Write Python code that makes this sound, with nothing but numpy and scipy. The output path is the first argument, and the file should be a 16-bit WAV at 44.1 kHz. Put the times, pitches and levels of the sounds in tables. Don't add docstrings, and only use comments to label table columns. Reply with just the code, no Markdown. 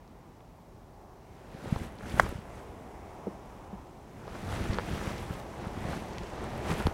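import sys
import numpy as np
from scipy import signal
from scipy.fft import rfft, irfft
from scipy.io import wavfile
from scipy.ndimage import uniform_filter1d

SR = 44100
rng = np.random.default_rng(int(sys.argv[2]) if len(sys.argv) > 2 else 0)


def transcribe(signal):
    frames = np.atleast_2d(signal).T
    limited = np.clip(frames, -1, 1)
    pcm = np.round(limited * 32767).astype(np.int16)
    wavfile.write(sys.argv[1], SR, pcm)


def ratio(d):
    e = np.asarray(d, float) / 20
    return 10 ** e


N = 305613


def shape(points, hz):
    point_hz, level_db = np.transpose(points)
    return np.interp(np.log(hz + 1), np.log(point_hz), level_db, left=-60, right=-60)


def unit(x):
    return x / np.sqrt(np.mean(x ** 2))


def walk(rate_hz):
    hold = int(SR / rate_hz)
    steps = np.repeat(rng.standard_normal(N // hold + 1), hold)
    slewed = uniform_filter1d(uniform_filter1d(steps, hold), hold)
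    return unit(slewed[:N])


def bands(source, points, shared_db, own_db, rate_hz):
    hz = np.fft.rfftfreq(N, 1 / SR)
    spectrum = rfft(source) * ratio(shape(points, hz))
    out = 0
    near = walk(rate_hz)
    for centre in np.arange(8, 29):
        share = np.clip(1 - np.abs(2 * np.log2(hz + 1) - centre), 0, 1)
        near = unit(near + walk(rate_hz) / 2)
        swell = ratio(shared_db * near + own_db * walk(2 * rate_hz))
        out = out + irfft(spectrum * share, N) * swell
    return unit(out)


def ring(modes, rise_s):
    t = np.arange(SR // 5) / SR
    body = 0
    for hz, db, t60_s in modes:
        body = body + ratio(db - 60 * t / t60_s) * np.sin(2 * np.pi * hz * t)
    body = body * (1 - np.exp(-t / rise_s))
    return body / np.abs(body).max()


def add(out, sound, start_s, level_db):
    i = int(start_s * SR)
    out[i:i + len(sound)] += ratio(level_db) * sound[:N - i]


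# pitch_hz, level_db (per Hz)
HISS_COLOUR = [(1000, -3), (4000, 4), (10000, -2.5), (16000, -2)]


def hiss():
    hz = np.fft.rfftfreq(N, 1 / SR)
    noise = rfft(rng.standard_normal(N)) * ratio(shape(HISS_COLOUR, hz))
    return ratio(-73.5) * unit(irfft(noise, N))


# time_s, level_db
BREEZE = [
    (0.0, -57.5),
    (1.2, -56.5),
    (1.72, -51),
    (2.3, -57.5),
    (2.51, -49),
    (4.05, -51.5),
    (4.3, -49),
    (5.1, -53),
    (5.36, -47),
    (6.93, -43),
]


def breeze_db():
    time_s, level_db = np.transpose(BREEZE)
    return np.interp(np.arange(N) / SR, time_s, level_db)


# pitch_hz, level_db (per Hz)
TREE_COLOUR = [(25, -13), (60, -4.5), (130, -11.5), (250, -13), (370, -10.5), (520, -13.5), (800, -11.5),
               (1050, -17.5), (1500, -28), (2200, -31), (4500, -47), (5500, -40), (7000, -45), (16000, -59)]


def trees():
    murmur = bands(rng.standard_normal(N), TREE_COLOUR, shared_db=0.71, own_db=1.3, rate_hz=3.0)
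    return ratio(breeze_db() + 2.5) * murmur


def slips(lo_hz, hi_hz, size_db, count):
    sizes = np.minimum(rng.exponential(size=N // count + 1), 4)
    noise = rng.standard_normal(N) * ratio(size_db * np.repeat(sizes, count)[:N])
    hz = np.fft.rfftfreq(N, 1 / SR)
    return irfft(rfft(unit(noise)) * (hz >= lo_hz) * (hz < hi_hz), N)


# peak_s, rustle_db, rise_s, fall_s, brightness_db
MOVES = [(1.42, -76, 0.42, 0.46, -7), (1.72, -56.5, 0.46, 0.42, -8), (1.85, -56, 0.33, 0.071, -7),
         (2.1, -53, 0.17, 0.31, -7), (2.19, -50, .2, 0.28, -4.5), (2.196, -52, .025, .015, 6),
         (2.222, -54, 0.047, 0.036, 8), (2.32, -63, 0.16, 0.32, -15), (2.58, -62, 0.24, 0.18, -5.5),
         (4.36, -60.5, 0.23, 0.36, -6.5), (4.55, -49.5, 0.34, 0.56, -7.5), (4.72, -53, 0.51, 0.23, -11),
         (4.94, -52, 0.38, 0.46, -7.5), (5.09, -51, 0.47, 0.49, -8.5), (5.33, -58, .5, 0.19, -6),
         (5.39, -62.5, .2, .06, 0), (5.65, -59, 0.39, 0.55, -9), (5.93, -52.5, 0.45, 0.45, -8.5),
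         (6.3, -59.5, 0.66, 0.57, -16), (6.45, -57, 0.37, .3, -11), (6.57, -57, 0.36, 0.17, -7),
         (6.71, -45, 0.13, 0.11, -7), (6.8, -47.5, 0.13, 0.17, -6.5), (6.87, -51.5, 0.045, 0.035, -5)]


def motion():
    peak_s, rustle_db, rise_s, fall_s, bright_db = np.transpose(MOVES)[:, :, None]
    clock = np.arange(0, N, 32)
    late_s = clock / SR - peak_s
    distance = np.where(late_s < 0, -late_s / rise_s, late_s / fall_s)
    moves = ratio(2 * (rustle_db - 20 * distance))
    moving = moves.sum(axis=0)
    still = ratio(2 * (-71 + 1.7 * np.minimum(breeze_db()[clock] + 50, 0)))
    power = still + moving
    bright = (still * -4 + (moves * bright_db).sum(axis=0)) / power
    buffet = ratio(2 * -55) + ratio(2 * 12.5) * moving
    levels_db = 10 * np.log10(power), bright, 10 * np.log10(buffet)
    return [np.interp(np.arange(N), clock, level_db) for level_db in levels_db]


# pitch_hz, level_db (per Hz)
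RUSTLE_COLOUR = [(120, -31), (200, -0.5), (294, -11.5), (334, -2), (373, -5), (635, -7.5), (1080, -12.5),
                 (1350, -12.5), (2090, -16), (3560, -22.5), (10500, -37), (15100, -47.5), (16000, -47)]
# pitch_hz, level_db (per Hz)
BUFFET_COLOUR = [(20, -15), (40, 1), (70, 0), (130, -2), (220, -5.5), (400, -18)]


def cloth():
    rustle_db, bright_db, buffet_db = motion()
    crackle = slips(0, 1800, 2.58, count=60)
    crackle = crackle + slips(1800, 6080, 2.14, count=24)
    crackle = crackle + slips(5920, SR, 3.3, count=10)
    rustle = bands(crackle, RUSTLE_COLOUR, shared_db=1.0, own_db=0.7, rate_hz=12.0)
    treble = signal.sosfilt(signal.butter(2, 7000, "high", fs=SR, output="sos"), rustle)
    rustle = rustle + (ratio(bright_db + 11.5) - 1) * treble
    lumps = rng.standard_normal(N) * ratio(1.2 * walk(30.0))
    buffet = bands(lumps, BUFFET_COLOUR, shared_db=1.3, own_db=0.54, rate_hz=8.0)
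    return ratio(rustle_db + 12.0) * rustle + ratio(buffet_db) * buffet


def jolts(out, table, cycles, push, rebound_s, rebound_db):
    for peak_s, level_db, pitch_hz in table:
        length_s = cycles / pitch_hz
        lead = int(3 * length_s * SR)
        t = np.arange(-lead, lead) / SR
        width_s = np.where(t < 0, .52, .62) * length_s
        lump = np.exp(-(t / width_s) ** 2)
        lump = 1.15 * push * lump * np.cos(2 * np.pi * pitch_hz * t - 1.1)
        start_s = peak_s - lead / SR
        add(out, lump, start_s, level_db)
        add(out, lump, start_s + rebound_s, level_db + rebound_db)


# peak_s, level_db, pitch_hz
THUDS = [(1.55, -33, 143), (1.645, -32, 189), (1.6768, -27.5, 118), (1.7273, -14, 137), (1.765, -27, 75),
         (1.817, -27, 159), (2.0413, -34, 134), (2.1435, -23.5, 141), (2.238, -24.5, 70),
         (2.292, -28.5, 65), (2.3263, -28.5, 252), (2.3582, -29.5, 104), (2.3893, -31, 135),
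         (4.6136, -25, 129), (4.696, -28, 110), (4.7035, -22, 58), (4.9355, -24.5, 111), (5.0775, -24, 132),
         (5.3086, -23.5, 145), (5.6714, -25, 151), (5.7764, -28, 154), (5.8545, -24.6, 155),
         (5.8968, -26.9, 227), (5.9763, -26.5, 274), (6.2111, -32.5, 111), (6.7034, -26, 229),
         (6.7163, -22.5, 148), (6.8595, -17, 78), (6.8722, -15, 200), (6.882, -25, 60)]
# peak_s, level_db, pitch_hz
KNOCKS = [(.4062, -46, 861), (1.6583, -33, 696), (1.762, -24.2, 845), (2.0094, -33.5, 1287),
          (2.1782, -29, 775), (2.2653, -34, 854), (2.2918, -36, 990), (2.3252, -36.5, 738),
          (2.4545, -38, 800), (4.2795, -30.5, 780), (4.7445, -30, 1400), (4.7865, -16, 1020),
          (4.797, -24.3, 1199), (6.6953, -26, 730), (6.8091, -24.3, 1180), (6.8689, -17.5, 900)]
# peak_s, level_db, pitch_hz
TICKS = [(.0783, -51, 4930), (.4064, -50, 2799), (1.7597, -38.9, 3983), (1.9866, -41, 4114),
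         (2.0973, -35, 4281), (2.1212, -35, 3021), (2.2641, -40.3, 3718), (4.2787, -44, 3217),
         (4.7337, -29, 3963), (4.738, -35, 4600), (4.7475, -36, 3000), (4.7443, -30, 4337),
         (4.786, -26.5, 3220), (5.1342, -43, 3029), (5.1817, -36, 4220), (5.3388, -39.9, 3810),
         (5.4003, -42, 3790), (6.1335, -39, 4500), (6.1835, -29.5, 2680), (6.1837, -32, 5200),
         (6.2343, -41, 4402), (6.2695, -40, 4487), (6.7141, -34, 3384), (6.7723, -34.6, 2939),
         (6.8006, -33, 3747), (6.869, -21, 3550)]
# peak_s, level_db, pitch_hz
SNAPS = [(1.7892, -41, 8604), (1.8422, -43.6, 11911), (1.9222, -50.1, 9990), (1.9552, -47, 9410),
         (2.2275, -39.1, 8458), (2.2913, -33, 11678), (2.085, -44, 8500), (5.6738, -42, 8893),
         (5.9239, -43, 9203), (6.1835, -44, 8825), (6.2343, -45.8, 8363), (6.4411, -39, 8623),
         (6.5789, -40, 9926), (6.7267, -35, 7907), (6.7957, -35.3, 11318), (6.8696, -33, 9910)]
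# peak_s, level_db
STITCHES = [(4.8638, -48), (4.9132, -49), (4.9556, -46), (4.9815, -50), (4.997, -45), (5.0608, -48),
            (5.1337, -49), (5.1806, -45), (5.2, -51), (5.2414, -54), (5.2968, -51), (5.3227, -48),
            (5.3362, -45), (5.3806, -58), (5.3956, -46), (5.5318, -55), (5.633, -58), (5.9224, -50),
            (6.0611, -51), (6.1823, -55), (6.4257, -55), (6.4936, -54), (6.5774, -51), (6.6447, -51),
            (6.6682, -47)]


def knocks(out):
    jolts(out, THUDS, cycles=0.7, push=-0.94, rebound_s=0.0136, rebound_db=-22.0)
    jolts(out, KNOCKS, cycles=0.86, push=1, rebound_s=.0022, rebound_db=-11.0)
    clasp = ring([(493, 9, 0.016), (1190, -7, 0.034), (1700, -7.0, 0.04)], rise_s=0.00068)
    for peak_s, level_db, _ in KNOCKS:
        add(out, clasp, peak_s, level_db - 10.5)
    jolts(out, TICKS, cycles=1.14, push=1, rebound_s=.0009, rebound_db=-8.0)
    jolts(out, SNAPS, cycles=2, push=0.89, rebound_s=0.00065, rebound_db=-20.0)
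    stitches = [(peak_s, level_db + 4, 13000) for peak_s, level_db in STITCHES]
    jolts(out, stitches, cycles=1.6, push=0.9, rebound_s=0.0005, rebound_db=-14.0)


# start_s, thump_db, slap_db
BOUNCES = [
    (3.2693, -30, -25),
    (3.7285, -33, -41),
]
# pitch_hz, level_db, t60_s
THUMP = [(195, 5, 0.062)]
# pitch_hz, level_db, t60_s
SLAP = [(439, 1, 0.023), (900, -17, .02)]


def bounces(out):
    for start_s, thump_db, slap_db in BOUNCES:
        add(out, ring(THUMP, rise_s=.005), start_s + .0007, thump_db)
        add(out, -ring(SLAP, rise_s=0.0017), start_s, slap_db)
        add(out, ring([(330, 0, .02)], rise_s=.001), start_s + .0112, slap_db - 3.0)


# pitch_hz, level_db (per Hz)
FACE_COLOUR = [(150, -42), (300, -14), (600, 1.5), (1530, 2.5), (1800, 0), (2160, -5), (2330, -30),
               (2700, -36), (3200, -30), (4200, -50)]
# late_s, share (of the click, negative is inverted)
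STRIKE_ECHOES = [
    (.00224, -.2),
    (.00553, .1),
    (.0092, .035),
]
# pitch_hz, level_db, t60_s
HEAD_MODES = [(3280, -5, 0.011), (3920, -4, 0.0069), (4770, -7.5, 0.01), (5640, -12, 0.016),
              (6280, -12, 0.013), (7700, -7.5, 0.0082), (9100, -12, 0.0054), (11500, -8, 0.0054),
              (12100, -15, 0.0085)]


def strike(out):
    hz = np.fft.rfftfreq(2048, 1 / SR)
    spread = .07
    phase = -4 * np.pi * spread * np.sqrt(hz) + .8
    click = irfft(ratio(shape(FACE_COLOUR, hz)) * np.exp(1j * phase))
    click = np.roll(click, SR // 500)[:800] / np.abs(click).max()
    for late_s, share in [(0, 0.91)] + list(STRIKE_ECHOES):
        add(out, share * click, 2.19392 + late_s, -1.0)
    add(out, ring(HEAD_MODES, rise_s=0.00045), 2.1982, -19)


def scene():
    out = trees() + cloth()
    knocks(out)
    bounces(out)
    strike(out)
    return out[None]


def band_limit(x):
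    return signal.sosfilt(signal.butter(12, 16470, fs=SR, output="sos"), x)


def record(dry):
    top_cut = signal.ellip(8, .2, 60, 15800, fs=SR, output="sos")
    mix = signal.sosfilt(top_cut, dry + hiss())
    return band_limit(mix)


dry = scene()
out = record(dry)
transcribe(out)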